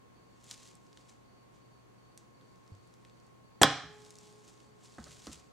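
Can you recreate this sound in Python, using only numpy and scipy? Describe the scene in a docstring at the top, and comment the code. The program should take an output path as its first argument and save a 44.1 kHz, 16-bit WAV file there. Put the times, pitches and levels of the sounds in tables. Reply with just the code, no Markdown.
"""Gloved hands rustle on a soap log while a hinged wooden wire cutter is pushed through it on a steel table.
The wire bites with a click and a hiss, the table thumps low, and friction crackles follow.
The wire breaks free: the frame slams on its base and rebounds, the fittings jangle, the wire snaps on the bed.
Then the wire hums on while soft knocks and more rustling come from bed and gloves, close by in a hard-walled room.
Throughout, air noise and appliance lines drone, and a faint high chirp pulses."""
import sys
import numpy as np
from scipy import signal
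from scipy.fft import rfft, irfft, next_fast_len
from scipy.io import wavfile
from scipy.ndimage import map_coordinates

SR = 44100
rng = np.random.default_rng(int(sys.argv[2]) if len(sys.argv) > 2 else 0)


def file_out(sig):
    """Save sig as 16-bit WAV at sys.argv[1]."""
    # one column per channel
    cols = np.atleast_2d(sig).T
    # limit, then scale
    lim = np.clip(cols, -1, 1)
    pcm = np.round(lim * 32767).astype(np.int16)
    wavfile.write(sys.argv[1], SR, pcm)


N = 243716
WHITE = [(1000, 0)]  # flat spectrum: (frequency [Hz], relative density [dB])


def amp(db):
    """Decibels to gain."""
    return 10 ** (np.asarray(db) / 20)


def unit(x):
    """Scale to rms 1."""
    return x / np.sqrt(np.mean(x ** 2) + 1e-20)


def clock(size):
    """Seconds at each sample."""
    return np.arange(size) / SR


def fade(t, t60_s):
    """Exponential decay, 60 dB down at t60_s."""
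    return np.exp(-np.log(1000) * t / t60_s)


def along(points, hz):
    """Interpolate (Hz, value) points on a log frequency axis."""
    f, value = np.transpose(points)
    return np.interp(np.log(hz + 1), np.log(f + 1), value)


def wobble(rate_hz):
    """Smooth random curve with rate_hz knots a second."""
    knots = rng.standard_normal(int(N * rate_hz / SR) + 4)
    return map_coordinates(knots, [clock(N) * rate_hz])


def filtered(x, response):
    """Multiply the spectrum of x by a response of frequency."""
    size = x.shape[-1]
    padded = next_fast_len(size + SR // 4)
    hz = np.fft.rfftfreq(padded, 1 / SR)
    return irfft(rfft(x, padded) * response(hz), padded)[..., :size]


def resonances(table, f):
    """Causal response of parallel (Hz, width Hz, dB) resonances of alternating sign."""
    total = 0
    for k, (hz, width_hz, db) in enumerate(table):
        damping = 1j * f * width_hz
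        total = total + (-1) ** k * amp(db) * damping / (hz * hz - f * f + damping)
    return total


def noise(spectrum, alike, size):
    """Stereo noise of rms 1, coloured, with left-right correlation set by the mid/side balance."""
    def mid_side(hz):
        turn = np.arccos(np.clip(along(alike, hz), -1, 1)) / 2
        return amp(along(spectrum, hz)) * np.array([np.cos(turn), np.sin(turn)])
    mid, side = filtered(rng.standard_normal((2, size)), mid_side)
    return unit(np.array([mid + side, mid - side]))


def ring(modes, t, scatter_db):
    """Damped modes, struck at slightly new strengths each time."""
    total = 0
    for hz, db, t60_s in modes:
        strength = amp(db + scatter_db * rng.standard_normal())
        total = total + strength * fade(t, t60_s) * np.cos(2 * np.pi * hz * t)
    return total


def add(track, start_s, sound):
    """Mix a sound into the track at start_s."""
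    start = round(start_s * SR)
    track[..., start:start + sound.shape[-1]] += sound[..., :N - start]


# frame meets base and rebounds: (time [s], ring level [dB], clatter level [dB])
FRAME_BLOWS = [(3.6147, -13, -13), (3.6187, -26.5, -18.5), (3.6336, -23.5, -18), (3.6392, -25.5, -17.5)]
# frame and base modes, room linger included: (frequency [Hz], relative level [dB], t60 [s])
FRAME_MODES = [(116.5, -19.5, .3), (144.5, -13, 0.37), (185, -17, 0.18), (206, -9, 0.064),
               (269.7, -18, .32), (299.5, -10.5, .3), (332, -5, .045), (543.3, -22, 0.36), (614, -22, 0.36),
               (771, -16, .3), (799, -9.5, .33), (839, -4, .06), (1050, -14, 0.29), (1260, -21, 0.36),
               (1483, -20.5, .3), (1614, -20, .3), (1743, -22, .33), (1895, -22.5, .35), (2905, -24, 0.44),
               (3270, -22, 0.33), (3430, -21, 0.23)]
# dense short-lived wood modes: (frequency [Hz], relative density [dB])
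CLATTER_SPECTRUM = [(30, -47.5), (80, -19), (150, -2.5), (320, -0.5), (520, -3.5), (800, 2), (940, -15),
                    (1200, -13), (1700, -9.5), (2200, -18.5), (3300, -11.5), (4500, -18), (7500, -20),
                    (10000, -27), (15000, -42)]
# stereo image of the cutter's noises: (frequency [Hz], left-right correlation [-1..1])
CUTTER_ALIKE = [(200, 0.94), (1400, .92), (3500, 1), (7000, 0.77), (15000, .4)]


def frame(clatter_t60_s=0.048, contact_s=.0013):
    """Each blow rings the frame's main modes over a short wooden clatter; returns ring and clatter."""
    tone, clatter, t = np.zeros(N), np.zeros((2, N)), clock(SR // 2)
    press = 1 - np.exp(-t / contact_s)
    for time_s, ring_db, clatter_db in FRAME_BLOWS:
        add(tone, time_s, amp(ring_db) * press * ring(FRAME_MODES, t, scatter_db=1))
        wood = noise(CLATTER_SPECTRUM, CUTTER_ALIKE, len(t))
        add(clatter, time_s, amp(clatter_db) * press * fade(t, clatter_t60_s) * wood)
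    return tone, clatter


# steel tuning peg rattles: (time [s], level [dB])
PEG_RATTLES = [(3.6155, -27), (3.6182, -16.5), (3.6212, -19.5), (3.6286, -19.5)]
# peg resonances: (frequency [Hz], width [Hz], relative level [dB])
PEG_MODES = [(7030, 250, -5), (7680, 130, 3.5), (8670, 220, -7.5), (9550, 120, -11)]


def peg(t60_s=.03):
    """The jolt sets the steel fitting chattering: decaying bursts of noise through its resonances."""
    out, t = np.zeros((2, N)), clock(SR // 8)
    for time_s, db in PEG_RATTLES:
        steel = unit(filtered(noise(WHITE, CUTTER_ALIKE, len(t)), lambda f: resonances(PEG_MODES, f)))
        add(out, time_s, amp(db) * fade(t, t60_s) * steel)
    return out


# wire striking the bed: (frequency [Hz], width [Hz], relative level [dB])
SNAP_MODES = [(1072.3, 140, -1.5), (1600, 500, -7), (3290, 360, 1), (4100, 350, -12), (4830, 340, -11.5),
              (5630, 950, -11.5), (7900, 2200, -21.5), (12500, 3000, -34.5)]


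def snap(crack_s=3.631, peak_db=3, sweep_s=.0034, buzz_s=3.6318, buzz_db=-6, buzz_t60_s=0.016):
    """The stiff wire slaps the bed: high bending waves arrive first, so the crack sweeps down; a buzz follows."""
    out, t = np.zeros((2, N)), clock(SR // 8)

    def dispersed(f):
        phase = 4 * np.pi * sweep_s * np.sqrt(SNAP_MODES[0][0] * f)  # travel time goes as 1 / sqrt(frequency)
        return resonances(SNAP_MODES, f) * np.exp(-1j * phase)
    crack = filtered(signal.unit_impulse(len(t)), dispersed)
    add(out, crack_s, amp(peak_db) * crack / np.abs(crack).max())
    buzz = unit(filtered(noise(WHITE, CUTTER_ALIKE, len(t)), lambda f: resonances(SNAP_MODES, f)))
    add(out, buzz_s, amp(buzz_db) * fade(t, buzz_t60_s) * buzz)
    return out


# taut wire partials: (frequency [Hz], relative level [dB], t60 [s])
WIRE_PARTIALS = [(421, -55.5, 4.84), (842, -62.5, 2.9), (1270, -72, 2.1), (2541, -81, 2.26)]


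def wire(start_s=3.825, gain_db=-1, beat_hz=2.6, beat_share=0.4, beat_lag_s=0.15, rise_s=0.012):
    """Lifted clear of the bed the wire sings; its two planes of vibration beat slowly."""
    out, t = np.zeros(N), clock(2 * SR)
    rise = 1 - np.exp(-t / rise_s)
    for hz, db, t60_s in WIRE_PARTIALS:
        plane = np.sin(2 * np.pi * hz * t)
        other = beat_share * np.sin(2 * np.pi * (hz * t + beat_hz * (t - beat_lag_s)))
        add(out, start_s, amp(db + gain_db) * fade(t, t60_s) * rise * (plane + other))
    return out


def bite(start_s=2.176, click_db=-36.5, click_hz=8000, hiss_db=-67, hiss_t60_s=.3):
    """The wire bites into the log: a bright click and a short hiss."""
    out, t = np.zeros((2, N)), clock(SR // 3)
    add(out, start_s, amp(click_db) * crackle(click_hz, tail_db=-24))
    hiss = fade(t, hiss_t60_s) * noise(RUB_SPECTRUM, HANDS_ALIKE, len(t))
    add(out, start_s, amp(hiss_db) * hiss)
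    return out


def table_thump(start_s=2.7195, db=-40.0, contact_s=0.0018):
    """Leaning on the frame makes the table give one low thump of two damped modes."""
    out, t = np.zeros(N), clock(SR // 3)
    modes = [(101, -2.5, 0.2), (135, -6, .04)]  # (frequency [Hz], relative level [dB], t60 [s])
    body = sum(amp(level) * fade(t, t60_s) * np.sin(2 * np.pi * hz * t) for hz, level, t60_s in modes)
    add(out, start_s, -amp(db) * (1 - np.exp(-t / contact_s)) * body)
    return out


# frame, soap and hands bump the bed: (time [s], thud level [dB], scuff level [dB], scuff brightness [Hz])
BED_KNOCKS = [(3.832, -48, -57, 500), (4.983, -45.5, -42, 1790), (5.066, -54, -48.5, 1900),
              (5.269, -41.5, -43.5, 2600), (5.291, -47, -55, 1200)]
# bed modes: (frequency [Hz], relative level [dB], t60 [s])
BED_MODES = [(69.6, -5, 0.22), (113, -8, .15), (157.8, -4.5, 0.24), (217, -2.5, 0.1), (273, 0.5, 0.064),
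             (311, -8, 0.084), (485, -13, 0.034), (1086, -4, 0.067), (1326, -3, 0.07)]
# soap on plastic: (frequency [Hz], relative density [dB])
SCUFF_SPECTRUM = [(40, -28), (200, -4), (480, 3.5), (650, -2.5), (950, -6), (1300, -0.5), (1900, -6),
                  (2800, -21), (8000, -13.5)]


def knocks(scuff_t60_s=0.067, contact_s=0.0021, settle_s=0.00407, thud_hz=600):
    """Soft bumps on the bed: a scuff, then a low thud as the weight lands; softer contacts are duller."""
    out, t = np.zeros((2, N)), clock(SR // 3)

    def soften(x, hz):
        return filtered(x, lambda f: 1 / (1 + 1j * f / hz - (f / hz) ** 2))
    for time_s, thud_db, scuff_db, bright_hz in BED_KNOCKS:
        scuff = amp(scuff_db) * fade(t, scuff_t60_s) * noise(SCUFF_SPECTRUM, CUTTER_ALIKE, len(t))
        thud = amp(thud_db) * (1 - np.exp(-t / contact_s)) * ring(BED_MODES, t, scatter_db=4.5)
        add(out, time_s, soften(scuff, bright_hz))
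        add(out, time_s + settle_s, soften(thud, thud_hz))
    return out


# crackle burst colour: (frequency [Hz], relative density [dB])
CRACKLE_SPECTRUM = [(500, -5.5), (2500, -0.5), (7500, -1), (10000, -5), (15000, -18.5)]
# stereo image of the hands: (frequency [Hz], left-right correlation [-1..1])
HANDS_ALIKE = [(500, .9), (5000, 0.97), (8000, .88), (13000, 0.88)]


def crackle(hz, tail_db, t60_s=.006, attack_s=.0005, width=0.55, peak_db=2, tail_t60_s=0.079):
    """One crackle: a tiny burst and a faint rustle after it, through one broad resonance."""
    t = clock(SR // 8)
    decay = fade(t, t60_s) + amp(tail_db) * fade(t, tail_t60_s)
    burst = (1 - np.exp(-t / attack_s)) * decay * noise(CRACKLE_SPECTRUM, HANDS_ALIKE, len(t))
    tick = filtered(burst, lambda f: resonances([(hz, width * hz, 0)], f))
    return amp(peak_db) * tick / np.abs(tick).max()


# sharp crackles of glove and soap: (time [s], gain on a crackle [dB], pitch [Hz])
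GLOVE_TICKS = [(.4415, -47, 7100), (.5112, -30.5, 4930), (.5275, -44, 6800), (.6748, -48, 5100),
               (.7528, -48.5, 8700), (.9732, -46, 3370), (3.0495, -49.5, 2660), (4.049, -45.5, 5360),
               (4.1055, -41.5, 7050), (4.1548, -44.5, 6350), (4.186, -43.5, 6710), (5.041, -37.5, 5040),
               (5.2692, -36.5, 4550), (5.3305, -37.5, 7140)]


def ticks():
    """The glove sticks to the soap and lets go with a sharp crackle."""
    out = np.zeros((2, N))
    for time_s, db, hz in GLOVE_TICKS:
        add(out, time_s, amp(db) * crackle(hz, tail_db=-26))
    return out


# hands press on the log, or the wire works through it:
# (start [s], end [s], friction level [dB], crackle rate [1/s], gain on a crackle [dB])
LOG_PRESSES = [(0.719, 1.05, -80, 12, -55.5), (2.349, 3.351, -80, 9, -57.5), (3.851, 4.75, -72, 7, -55.5)]


def crackling(typical_hz=5200, spread_octaves=.4, scatter_db=1.5):
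    """Under pressure, glove and soap give faint crackles at uneven intervals."""
    out = np.zeros((2, N))
    for start_s, end_s, _, rate_hz, db in LOG_PRESSES:
        draws = rng.standard_normal((int((end_s - start_s) * rate_hz), 3))
        for k, (shift, size, pitch) in enumerate(draws):
            time_s = start_s + (k + (1 + np.tanh(shift)) / 2) / rate_hz
            hz = typical_hz * 2 ** (spread_octaves * pitch)
            add(out, time_s, amp(db + scatter_db * size) * crackle(hz, tail_db=-26))
    return out


# gloved hand slides over the soap: (time of greatest speed [s], level [dB], rise [s], release [s])
HAND_STROKES = [(.512, -51.5, 0.088, .11), (.655, -58, 0.28, .13), (.99, -69, 0.13, 0.23),
                (1.1, -64, 0.086, .08), (1.55, -71.5, 0.046, .08), (4.06, -62.5, 0.21, 0.24),
                (4.21, -62.5, .05, .4), (4.485, -57.5, 0.042, 0.075), (4.85, -60.5, 0.066, .22),
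                (5.125, -56.5, 0.29, .3), (5.27, -55, 0.11, .06), (5.329, -53, .08, 0.1)]


def sliding(fall_db=20, ramp_s=.1):
    """Friction strength: strokes swell and die away by fall_db, presses hold steady; their powers sum."""
    t, parts = clock(N), []
    for peak_s, db, rise_s, release_s in HAND_STROKES:
        distance = np.maximum((peak_s - t) / rise_s, (t - peak_s) / release_s)
        parts.append(amp(db - fall_db * distance))
    for start_s, end_s, db, _, _ in LOG_PRESSES:
        parts.append(amp(db) * np.clip(np.minimum(t - start_s, end_s - t) / ramp_s, 0, 1))
    return np.linalg.norm(parts, axis=0)


# glove on soap: (frequency [Hz], relative density [dB])
RUB_SPECTRUM = [(500, -12), (1000, -5.5), (1700, -8.5), (3300, -1.5), (5000, -1.5), (7300, 0.5), (9000, -6),
                (11500, -17.5), (15500, -27.5)]


def rubbing(grain_db=3.5, grain_hz=1100, clump_db=1.64, clump_hz=90):
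    """Glove and soap slide in countless tiny slips, which come in clumps."""
    slips = amp(grain_db * wobble(grain_hz) + clump_db * wobble(clump_hz))
    return sliding() * unit(slips * noise(RUB_SPECTRUM, HANDS_ALIKE, N))


# reverberation: (frequency [Hz], t60 [s])
ROOM_T60 = [(80, 0.99), (210, .36), (560, .52), (1470, .58), (3880, 0.57), (8000, 0.49), (14000, .25)]
# reverberation colour: (frequency [Hz], relative density [dB])
ROOM_SPECTRUM = [(60, -2.5), (150, -1), (400, 0.5), (780, 3), (930, -2.5), (1300, 2.5), (2300, 4),
                 (3400, -6), (4400, 2), (5300, -2.5), (6500, 0), (7700, -5), (10500, -9), (14000, -15.5)]
# reverberation stereo image: (frequency [Hz], left-right correlation [-1..1])
ROOM_LIKENESS = [(150, 0.99), (600, .92), (1700, .88), (4500, 0.48), (8000, 0.39), (14000, .35)]


def room(x, wet_db=-14.5, build_s=0.0028):
    """Hard walls answer after a few milliseconds; each frequency dies at its own speed."""
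    hz, t, bands = signal.stft(noise(ROOM_SPECTRUM, ROOM_LIKENESS, SR), SR, nperseg=256)
    decay = fade(t, along(ROOM_T60, hz)[:, None])
    tail = signal.istft(bands * decay, SR, nperseg=256)[1]
    tail = tail * (1 - np.exp(-(clock(tail.shape[1]) / build_s) ** 2))
    mono = x.mean(0)[None]
    return amp(wet_db) * signal.fftconvolve(mono, tail / np.linalg.norm(tail[0]), axes=1)[:, :N]


# steady rush of the room: (frequency [Hz], relative density [dB])
AIR_SPECTRUM = [(12, -63), (20, -34), (49, -7), (87, -10.5), (112, -8), (185, -7), (534, -11.5),
                (667, -16.5), (1070, -15.5), (1270, -20.5), (3850, -32), (4550, -30.5), (4950, -36),
                (6360, -33), (15500, -48)]
# stereo image of the rush: (frequency [Hz], left-right correlation [-1..1])
AIR_LIKENESS = [(60, -0.53), (180, -0.18), (550, -0.52), (1650, -0.25), (4970, 0.0033), (15000, 0.084)]
# appliance lines: (frequency [Hz], rms level [dB])
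DRONE_LINES = [(120, -70), (721, -84), (1081.5, -73.5), (2163, -91)]


def background(air_db=-60.0, waver_db=1.0, drift_rad=.35):
    """Steady air noise with the appliance's lines, slightly unsteady in level and phase."""
    lines = np.zeros(N)
    for hz, db in DRONE_LINES:
        level = amp(db + waver_db * wobble(3.7)) * np.sqrt(2)
        lines += level * np.sin(2 * np.pi * hz * clock(N) + drift_rad * wobble(5))
    return amp(air_db) * noise(AIR_SPECTRUM, AIR_LIKENESS, N) + lines


def chirp(db=-78, hz=4500, width_hz=130, period_s=.366, centre_s=.25):
    """Faint narrow-band noise, gated on and off nearly three times a second, like a distant cricket."""
    cycle = np.cos(2 * np.pi * (clock(N) - centre_s) / period_s)
    narrow = filtered(noise(WHITE, AIR_LIKENESS, N), lambda f: resonances([(hz, width_hz, 0)], f) ** 2)
    return amp(db) * np.clip(2 * cycle + 1, 0, 1) * unit(narrow)


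# direction of the cutter: (frequency [Hz], left minus right [dB])
CUTTER_LEAN = [(110, -1.5), (400, -1.5), (1200, -3.5), (2400, -1.5), (4400, .5), (12000, 1.4)]


def scene(bass_hz=75):
    """The cutter, a little to the right, and the hands, in their room, over the background."""
    tone, clatter = frame()
    near = clatter + peg() + snap() + knocks() + ticks() + bite() + rubbing() + crackling()

    def bass_cut(hz):  # deep bass below bass_hz is held back
        return -hz ** 2 / (bass_hz ** 2 - hz ** 2 + 1j * hz * bass_hz)
    sound = filtered(near + room(near) + tone, bass_cut)  # tone's decays already include the room
    sound = sound + wire() + table_thump()
    placed = filtered(sound, lambda hz: amp(np.outer([.5, -.5], along(CUTTER_LEAN, hz))))
    return placed + background() + chirp()


def record(dry, ceiling=0.51, top_hz=15800):
    """The microphone overloads smoothly at its ceiling; nothing above top_hz is kept."""
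    clipped = dry / (1 + np.abs(dry / ceiling) ** 6) ** (1 / 6)
    return filtered(clipped, lambda hz: hz < top_hz)


dry = scene()
out = record(dry)
file_out(out)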